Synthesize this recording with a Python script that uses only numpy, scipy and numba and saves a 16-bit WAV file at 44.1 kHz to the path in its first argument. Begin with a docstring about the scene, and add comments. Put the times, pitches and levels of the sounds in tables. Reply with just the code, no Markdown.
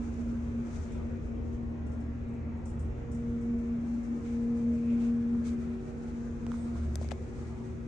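"""Riding a lift up

Inside the closed car a hand-held phone turns about. The screw pump, a second machine and the mains hum
through the walls; pump and machine swell and fade as the phone crosses the car's standing waves.
The grip ticks on the phone case, small metal things chink, clothes rustle and nearly squeak.
Behind it all, air and rails rumble and hiss."""
import sys
import numpy as np
from scipy import signal
from scipy.io import wavfile
from scipy.ndimage import uniform_filter1d
from numba import njit

SR = 44100
rng = np.random.default_rng(int(sys.argv[2]) if len(sys.argv) > 2 else 0)


def waveform_to_disk(signal):
    """Save audio, clipped to [-1, 1], as 16-bit WAV at the path in sys.argv[1]."""
    frames = np.transpose(np.atleast_2d(signal))
    scaled = np.clip(frames, -1, 1) * 32767
    samples = np.round(scaled).astype(np.int16)
    wavfile.write(sys.argv[1], SR, samples)


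N = 347067
SHAFT_HZ, MACHINE_HZ, MAINS_HZ = 58.74, 74.85, 60


def undb(db):
    return 10 ** (np.asarray(db) / 20)


def unit(x):
    return x / np.sqrt(np.mean(x ** 2))


def unit_peak(x):
    return x / np.abs(x).max()


def curves(table):
    """Automation lanes: each column after the time, one value a sample."""
    times, *columns = np.transpose(table)
    return [np.interp(np.arange(N) / SR, times, column) for column in columns]


def panned(x, pan_db):
    """Pan is the left level minus the right."""
    return x * undb(np.array([pan_db, -pan_db]).reshape(2, -1) / 2)


def antiphase(x):
    return x * np.array([[1], [-1]])


@njit
def svf(x, hz, width):
    """State-variable band-pass, gain 1 at the centre."""
    y, band_state, low_state = np.empty(len(x)), 0., 0.
    g, damping = np.tan(np.pi * hz / SR), width / hz
    for i in range(len(x)):
        v = (band_state + g * (x[i] - low_state)) / (1 + g * (g + damping))
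        band_state = 2 * v - band_state
        low_state += 2 * g * v
        y[i] = damping * v
    return y


def bandpass(x, hz, width, passes=1):
    for _ in range(passes):
        x = svf(x, float(hz), float(width))
    return x


def stereo_band(hz, width, correlation):
    """A band of noise with the given likeness of left and right."""
    correlation = np.clip(correlation, -.99, .999)
    mid, side = (unit(bandpass(rng.standard_normal(N), hz, width, passes=2)) for _ in range(2))
    return np.sqrt((1 + correlation) / 2) * mid + np.sqrt((1 - correlation) / 2) * antiphase(side)


def wander(rate):
    """Random levels held 1 / rate s and slewed twice; spread near 1."""
    hold = int(SR / rate)
    steps = np.repeat(rng.standard_normal(N // hold + 1), hold)
    return 1.58 * uniform_filter1d(uniform_filter1d(steps, hold), hold)[:N]


def blotches(shape, bins, frames):
    """A random spectrogram, smoothed over frequency and time; rms 1."""
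    smeared = uniform_filter1d(rng.standard_normal(shape), bins, axis=-2)
    return unit(uniform_filter1d(smeared, frames, axis=-1))


def add(out, start_s, x):
    i = int(start_s * SR)
    out[:, i:i + x.shape[1]] += x[:, :N - i]


def pump():
    """Clean orders of the shaft rate; the speed wavers a hair and oil noise rings the wall modes."""
    # main tone (4th order) where the phone is: t/s, level/dB, pan/dB
    main_tone = [(0, -34.5, -3), (.1, -40.5, -4.5), (.165, -45, -9), (.22, -32, -3.5), (.35, -35.5, 1),
                 (.62, -35, 2), (.7, -44, -6), (.8, -57, 14), (.91, -42, 10.5), (.97, -46.5, 8),
                 (1.07, -42, 5), (1.3, -50, 14), (1.45, -41, 10), (1.75, -40, 2.5), (2.1, -42.5, 1.5),
                 (2.33, -41.5, 3.5), (2.75, -45.5, -3.5), (2.92, -53, -8), (3.08, -46, -4.5),
                 (3.15, -36.5, -1.5), (3.25, -34, 0.5), (3.34, -34.5, -2), (3.4, -35, -1.5), (3.52, -30, 0),
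                 (3.63, -34, -1), (3.72, -32, 0), (3.87, -34.5, 0), (3.94, -33.5, 1), (4.1, -33.5, 1.5),
                 (4.18, -33.5, 1), (4.22, -41, -4), (4.27, -35, -2), (4.31, -34.5, 1), (4.42, -30, 2),
                 (4.51, -29, 0), (4.58, -29.5, 1), (4.66, -27.5, 0.5), (4.78, -31, 0.5), (4.92, -27, 1),
                 (5.35, -30, 1.5), (5.72, -36, 1.5), (5.87, -43, -2), (6.05, -40, 0), (6.22, -36, 0),
                 (6.35, -42, 2), (6.43, -36, 1), (6.55, -35.5, 1), (6.7, -38, -0.5), (6.74, -38.5, 0),
                 (6.79, -49, 0), (6.85, -42, -1), (6.95, -46, -2), (7.35, -49, 1), (7.87, -44.5, 9)]
    # weaker tones: t/s, 2nd order/dB, 8th order/dB
    weak_tones = [(0, -58, -65), (.5, -46.5, -82), (.95, -57, -61), (1.65, -45, -55), (1.85, -50.5, -69.5),
                  (2.35, -45.5, -55.5), (2.6, -58.5, -71), (2.85, -48.5, -54), (3.3, -42.5, -48),
                  (3.7, -55, -49.5), (3.92, -57, -76), (4.2, -59, -50), (4.62, -52.5, -45),
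                  (5, -50.5, -50.5), (5.2, -58.5, -49), (5.4, -62, -51.5), (5.65, -70, -59.5),
                  (6, -70, -54), (6.5, -52, -56), (6.95, -46, -79), (7.25, -53.5, -54),
                  (7.87, -44.5, -66.5)]
    # oil noise in the wall mode under each order: f/Hz, width/Hz, level/dB
    oil_modes = [(114.6, 30, -53), (231.8, 9.9, -53), (466.3, 4.8, -73)]
    # part of orders 2, 4 and 8 that is opposite at the two mics: level/dB, phase/rad, drift/(rad/s)
    side_tones = [(-56.5, 3.6, -.4), (-58, 1.9, -0.49), (-70, 1.3, .3)]
    t = np.arange(N) / SR
    shaft_angle = 2 * np.pi * np.cumsum(SHAFT_HZ * (1 + 0.00059 * wander(3.4))) / SR
    main_db, main_pan_db = curves(main_tone)
    low_db, high_db = curves(weak_tones)
    out = sum(undb(db + 0.5 * wander(4)) * stereo_band(hz, width, .9) for hz, width, db in oil_modes)
    tones = ((2, low_db, 0), (4, main_db, main_pan_db), (8, high_db, 0))
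    for (order, db, pan_db), (side_db, phase, drift) in zip(tones, side_tones):
        common = undb(db + 0.14 * wander(5.5) + 0.4 * wander(12)) * np.sin(order * shaft_angle)
        side = undb(side_db) * np.sin(order * shaft_angle + phase + drift * t)
        out += np.sqrt(2) * (panned(common, pan_db) + antiphase(side))
    # the 4th mains harmonic shares the main tone's standing wave and beats with it
    beat_phase = 2 * np.pi * 4 * (MAINS_HZ - SHAFT_HZ) * (t - 4.92)  # in step at 4.92 s
    return out + np.sqrt(2) * undb(main_db - 18) * np.sin(4 * shaft_angle + beat_phase)


def hums():
    """Shaft, machine and mains tones blurred by the wall modes they excite, over the car's boom."""
    # hum at the phone: t/s, shaft/dB, second machine/dB, its 5th order/dB, boom/dB
    levels = [(0.05, -41.5, -41.5, -75, -39.5), (0.59, -51, -45.5, -69, -43.5),
              (0.87, -44, -37, -57.5, -38.5), (1.15, -56, -40.5, -57, -39.5), (1.28, -39, -56, -61, -39),
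              (2.08, -59.5, -38, -58, -43), (2.23, -50, -48, -68, -42), (2.34, -54, -42, -71, -47),
              (2.72, -54, -41.5, -64, -36.5), (2.88, -50, -48, -56, -37.5), (3.05, -57, -42.5, -64, -40.5),
              (3.5, -52, -49, -58.5, -42), (4.19, -48.5, -70, -57.5, -51.5), (4.3, -51.5, -50, -71, -44),
              (5.25, -55, -55, -59, -46.5), (5.5, -52.5, -50.5, -48, -45.5),
              (6.15, -48.5, -59.5, -55, -48.5), (6.45, -52, -52, -71, -40.5), (6.91, -62, -36, -55.5, -44),
              (7.15, -57, -41.5, -48.5, -44), (7.5, -55, -43.5, -48, -47), (7.8, -47, -48, -52.5, -49)]
    # wall-mode noise, one entry a tone: share of the power, width/Hz, left-right correlation
    noise_shares = [0.079, 0.19, 0.15, 0.15]
    widths = [7, 13, 3.9, 9.4]
    correlations = [0.86, 1, 0.33, 0.34]
    # low and upper air modes of the car: f/Hz, width/Hz, relative level/dB
    low_modes = [(29.8, 27, -6), (52.3, 6.8, -1), (79.4, 17.7, 4.5)]
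    upper_modes = [(145.3, 33, 1.5), (180.6, 6.6, -8.5)]
    shaft_db, machine_db, fifth_db, boom_db = curves(levels)
    t, out = np.arange(N) / SR, np.zeros((2, N))
    tones = ((SHAFT_HZ, shaft_db), (MACHINE_HZ, machine_db),
             (5 * MACHINE_HZ, fifth_db), (6 * MAINS_HZ, -63.5))
    for (hz, db), share, width, correlation in zip(tones, noise_shares, widths, correlations):
        tone = np.sqrt(2 * (1 - share)) * np.sin(2 * np.pi * hz * t)
        out += undb(db) * (tone + np.sqrt(share) * stereo_band(hz, width, correlation))
    # the machine's 3rd order beats with the main pump tone
    out += np.sqrt(2) * undb(machine_db - 10) * np.sin(2 * np.pi * 3 * MACHINE_HZ * t)
    boom = sum(undb(db) * stereo_band(hz, width, .998) for hz, width, db in low_modes)
    upper_boom = sum(undb(db) * stereo_band(hz, width, .85) for hz, width, db in upper_modes)
    return out + undb(boom_db) * unit(boom) + undb(-49.5 - 0.5 * wander(1.6)) * unit(upper_boom)


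def grip_ticks():
    """The grip on the phone: a short crack, then a knock of a few cycles in the case."""
    # ticks: t/s, knock peak/dB, knock f/Hz, crack peak/dB, crack f/Hz, knock pan/dB
    hits = [(5.143, -62, 2500, -58, 4000, 5), (5.349, -43, 1000, -67, 4000, -8),
            (6.466, -39, 850, -38.5, 3180, -6), (6.5182, -33, 1220, -39, 4640, -8),
            (6.5412, -38, 1090, -56, 5000, 0), (6.756, -42, 1000, -62, 2500, -6),
            (6.956, -44, 1880, -31, 5260, 22), (6.9569, -38, 607, -25.5, 9600, -3),
            (6.9755, -60, 700, -49, 11000, 0), (7.014, -31.5, 560, -46, 5000, 8),
            (7.019, -54, 715, -46, 6000, 6), (7.025, -56, 900, -48, 4500, 8),
            (7.030, -47, 1230, -44, 7000, 17), (7.0452, -38, 600, -42, 7200, 6),
            (7.072, -53, 1200, -61, 6000, 8), (7.0887, -52, 1510, -40.5, 4500, 20),
            (7.109, -42, 2200, -43, 5500, 20), (7.111, -47, 2170, -45, 5030, 20),
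            (7.1125, -50, 2500, -52, 4500, 22), (7.114, -46, 1650, -48, 4000, 33),
            (7.1169, -45, 1500, -30, 2620, 16), (7.118, -28.5, 646, -43, 2500, 13),
            (7.1205, -40, 744, -41, 3000, -3), (7.1248, -34, 510, -40, 6000, 4),
            (7.393, -49, 1400, -59, 3000, -11)]
    t, out = np.arange(int(.25 * SR)) / SR, np.zeros((2, N))
    for start_s, knock_db, knock_hz, crack_db, crack_hz, pan_db in hits:
        shared, *per_mic = rng.standard_normal((3, len(t))) * np.exp(-t / .0004)
        crack = np.array([bandpass(shared + 0.45 * own, crack_hz, 2.4 * crack_hz, passes=3)
                          for own in per_mic])
        cycles = knock_hz * t
        envelope = np.minimum(1.3 * cycles, 1) * 1000. ** (-cycles / 6)  # 60 dB down in six cycles
        knock = envelope * np.sin(2 * np.pi * cycles)
        add(out, start_s, panned(undb(knock_db) * unit_peak(knock), pan_db))
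        add(out, start_s, panned(undb(crack_db) * unit_peak(crack), 0.78 * pan_db))
    return out


def metal_chinks():
    """Faint metal touches heard mostly through the car's echo: fading hiss on the metal's modes."""
    # touches: t/s, peak/dB, band centre f/Hz, pan/dB
    touches = [(0.917, -53, 6600, 5), (1.3044, -76, 6230, 14), (1.69, -70, 6900, 8), (1.863, -60, 6970, 6),
               (1.917, -59.5, 6860, 9), (2.0014, -64, 6700, 11), (2.283, -67, 7460, 6),
               (2.333, -68, 6900, 9), (2.5671, -67, 6850, 6), (2.654, -52, 7380, 5), (2.69, -56, 8000, 4.0),
               (2.792, -53, 8960, 3), (3.113, -52, 8040, 4), (3.144, -54.5, 6940, 4.5),
               (3.409, -57, 6940, 5), (3.58, -65, 5970, 13), (4.03, -59, 6620, 6), (4.7303, -58, 6360, 3)]
    # modes of the metal: f/Hz, width/Hz, relative level/dB
    modes = [(5400, 220, 9.5), (6060, 130, 7), (6950, 120, 5.5), (7770, 110, 1.5), (8430, 130, -1.5),
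             (9070, 170, 3.5)]
    t, out = np.arange(int(.25 * SR)) / SR, np.zeros((2, N))
    car_t60_s = 0.28
    envelope = np.minimum(t / .003, 1) * 1000. ** (-t / car_t60_s)
    for start_s, db, centre_hz, pan_db in touches:
        channels = []
        for hiss in rng.standard_normal((2, len(t))):
            metal = sum(undb(mode_db) * bandpass(hiss, hz, width) for hz, width, mode_db in modes)
            chink = bandpass(unit(metal) + undb(3) * hiss, centre_hz, width=5000)
            channels.append(envelope * unit(bandpass(chink, hz=8000, width=4500)))
        add(out, start_s, undb(db) * panned(unit_peak(np.array(channels)), pan_db))
    return out


def clothes():
    """Cloth slips in quick uneven patches: a bright rustle with a scrape and a low rub under it."""
    # clothes and shoes rubbing: t/s, bright rustle/dB, scrape/dB, low rub/dB, port band pan/dB
    rustle = [(0, -75, -70, -65.5, 20.5), (.87, -79, -71.5, -66, 18.5), (1.01, -86, -79, -66, 22),
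              (1.3, -83.5, -78, -72, 21), (1.42, -91, -77, -77, 21), (1.82, -91, -82, -72, 20),
              (2.5, -95, -83, -73, 20), (2.95, -88.5, -76, -68, 22.5), (3.3, -82, -75, -73.5, 20),
              (3.62, -83.5, -80, -77, 21), (3.8, -79, -76.5, -76, 18), (4.21, -76.5, -82.5, -69.5, 16),
              (4.74, -75, -78, -74, 13), (4.95, -75, -66, -63.5, 14), (5.2, -77, -75, -65, 10),
              (5.4, -76, -74, -65, 10), (6.1, -76, -75, -66, 10), (6.3, -79, -84.5, -72, 26),
              (6.45, -77, -76, -62, 14), (6.68, -71, -69, -62.5, -1), (6.85, -72.5, -86, -61, 9),
              (7.1, -75, -64, -77, 19), (7.41, -75.5, -93, -76, 7), (7.87, -79, -78, -80, 11)]
    # single brushes of cloth: t/s, bright rustle/dB, scrape/dB, rise/s, fall/s
    brushes = [(0.765, -72, -82, 0.067, 0.085), (0.92, -88, -66.5, 0.033, 0.093),
               (1.5, -83.5, -85, 0.044, 0.11), (3.918, -88, -87.5, 0.066, 0.041),
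               (4.265, -80, -63, 0.019, 0.094), (5.05, -71.5, -64, 0.042, .04),
               (5.475, -65, -65, .03, .045), (6.6, -74.5, -79, 0.12, 0.058), (6.82, -83, -70, 0.066, 0.042),
               (7.03, -76, -74, 0.022, 0.02), (7.4, -77, -74, 0.066, 0.19)]
    *levels_db, pan_db = curves(rustle)
    bright_gain, scrape_gain, rub_gain = (undb(db + .6 * wander(6.7)) for db in levels_db)
    for peak_s, bright_db, scrape_db, rise_s, fall_s in brushes:
        since_peak = np.arange(N) / SR - peak_s
        stroke = np.exp(-(since_peak / np.where(since_peak > 0, fall_s, rise_s)) ** 2)
        bright_gain += undb(bright_db) * stroke
        scrape_gain += undb(scrape_db) * stroke
    # only the band of the port resonance favours one microphone
    port_band = panned(stereo_band(6380, 2800, 0.09), pan_db)
    bright = port_band + undb(-1.5) * stereo_band(8550, 3800, .1) + undb(1) * stereo_band(4300, 3700, .1)
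    scrape = unit(stereo_band(2270, 720, 0.089) + undb(-7.5) * stereo_band(3370, 1100, 0.1))
    rub = stereo_band(1323, 380, 0.087)
    flicker = undb(1.3 * wander(40))
    return flicker * (bright_gain * bright + scrape_gain * scrape + rub_gain * rub)


def whistly_rubs():
    """Narrow noise where a sole or sleeve slides and nearly squeaks."""
    # slides: t/s, level/dB, f/Hz, length/s, pan/dB
    slides = [(4.76, -66.5, 2450, 0.089, 0), (4.896, -61, 2490, 0.11, -3), (5.045, -65, 2580, 0.14, 0),
              (6.62, -68, 8250, 0.12, -10), (6.63, -79, 5200, .06, -3), (6.68, -61, 1250, 0.053, -3)]
    t, out = np.arange(N) / SR, np.zeros((2, N))
    for peak_s, db, hz, length_s, pan_db in slides:
        swell = np.exp(-(2 * (t - peak_s) / length_s) ** 2)
        out += undb(db) * swell * panned(stereo_band(hz, 0.19 * hz, .2), pan_db)
    return out


def air_and_rails():
    """Fan and rail noise with faint, narrow peaks that drift at random."""
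    # colour of the noise: f/Hz, relative density/dB
    spectrum = [(110, -29), (180, -18), (216, -12), (239, -10.5), (262, -14.5), (310, -14), (376, -17.5),
                (423, -20), (468, -21), (517, -22), (773, -29), (2410, -39.5), (2900, -48), (4800, -58),
                (6710, -56), (8300, -68.5), (9860, -71.5), (12800, -99), (21700, -120)]
    # stereo image: f/Hz, left-right correlation
    image = [(60, 1), (120, -1.1), (250, 0.79), (520, 0.23), (1080, -0.0072), (2220, -0.1), (4570, 0.25),
             (9410, 0.86)]
    hz, _, noise = signal.stft(rng.standard_normal((2, N)), SR, nperseg=4096)
    log_hz = np.log(np.maximum(hz, 1))[:, None]
    colour_db, correlation = (np.interp(log_hz, np.log(points_hz), values)
                              for points_hz, values in (np.transpose(spectrum), np.transpose(image)))
    correlation = np.clip(correlation, -.99, .999)
    narrow_peaks_db = 2.55 * blotches(noise.shape, bins=3, frames=7)
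    patches_db = blotches(noise.shape[1:], bins=60, frames=3)
    noise *= undb(colour_db + narrow_peaks_db + patches_db)
    mid, side = noise[0] * np.sqrt(1 + correlation), noise[1] * np.sqrt(1 - correlation)
    bed = signal.istft(np.array([mid + side, mid - side]), SR, nperseg=4096)[1][:, :N]
    return undb(-45.5 + 0.13 * wander(0.63)) * panned(unit(bed), 1.1)


def scene():
    """The drone of the ride, with the passenger's small noises on top."""
    drone = pump() + hums() + air_and_rails()
    return drone + clothes() + whistly_rubs() + metal_chinks() + grip_ticks()


def record(dry):
    """The mics lose a step of treble above their port resonance and hiss; the phone cuts the top."""
    shelf_hz, shelf_db, top_hz = 9320, -14, 15700
    body = signal.sosfiltfilt(signal.butter(8, shelf_hz, fs=SR, output="sos"), dry)
    treble = undb(shelf_db) * (dry - body)
    hiss = undb(-92.5) * rng.standard_normal(dry.shape)
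    return signal.sosfilt(signal.ellip(8, .2, 70, top_hz, fs=SR, output="sos"), body + treble + hiss)


dry = scene()
out = record(dry)
waveform_to_disk(out)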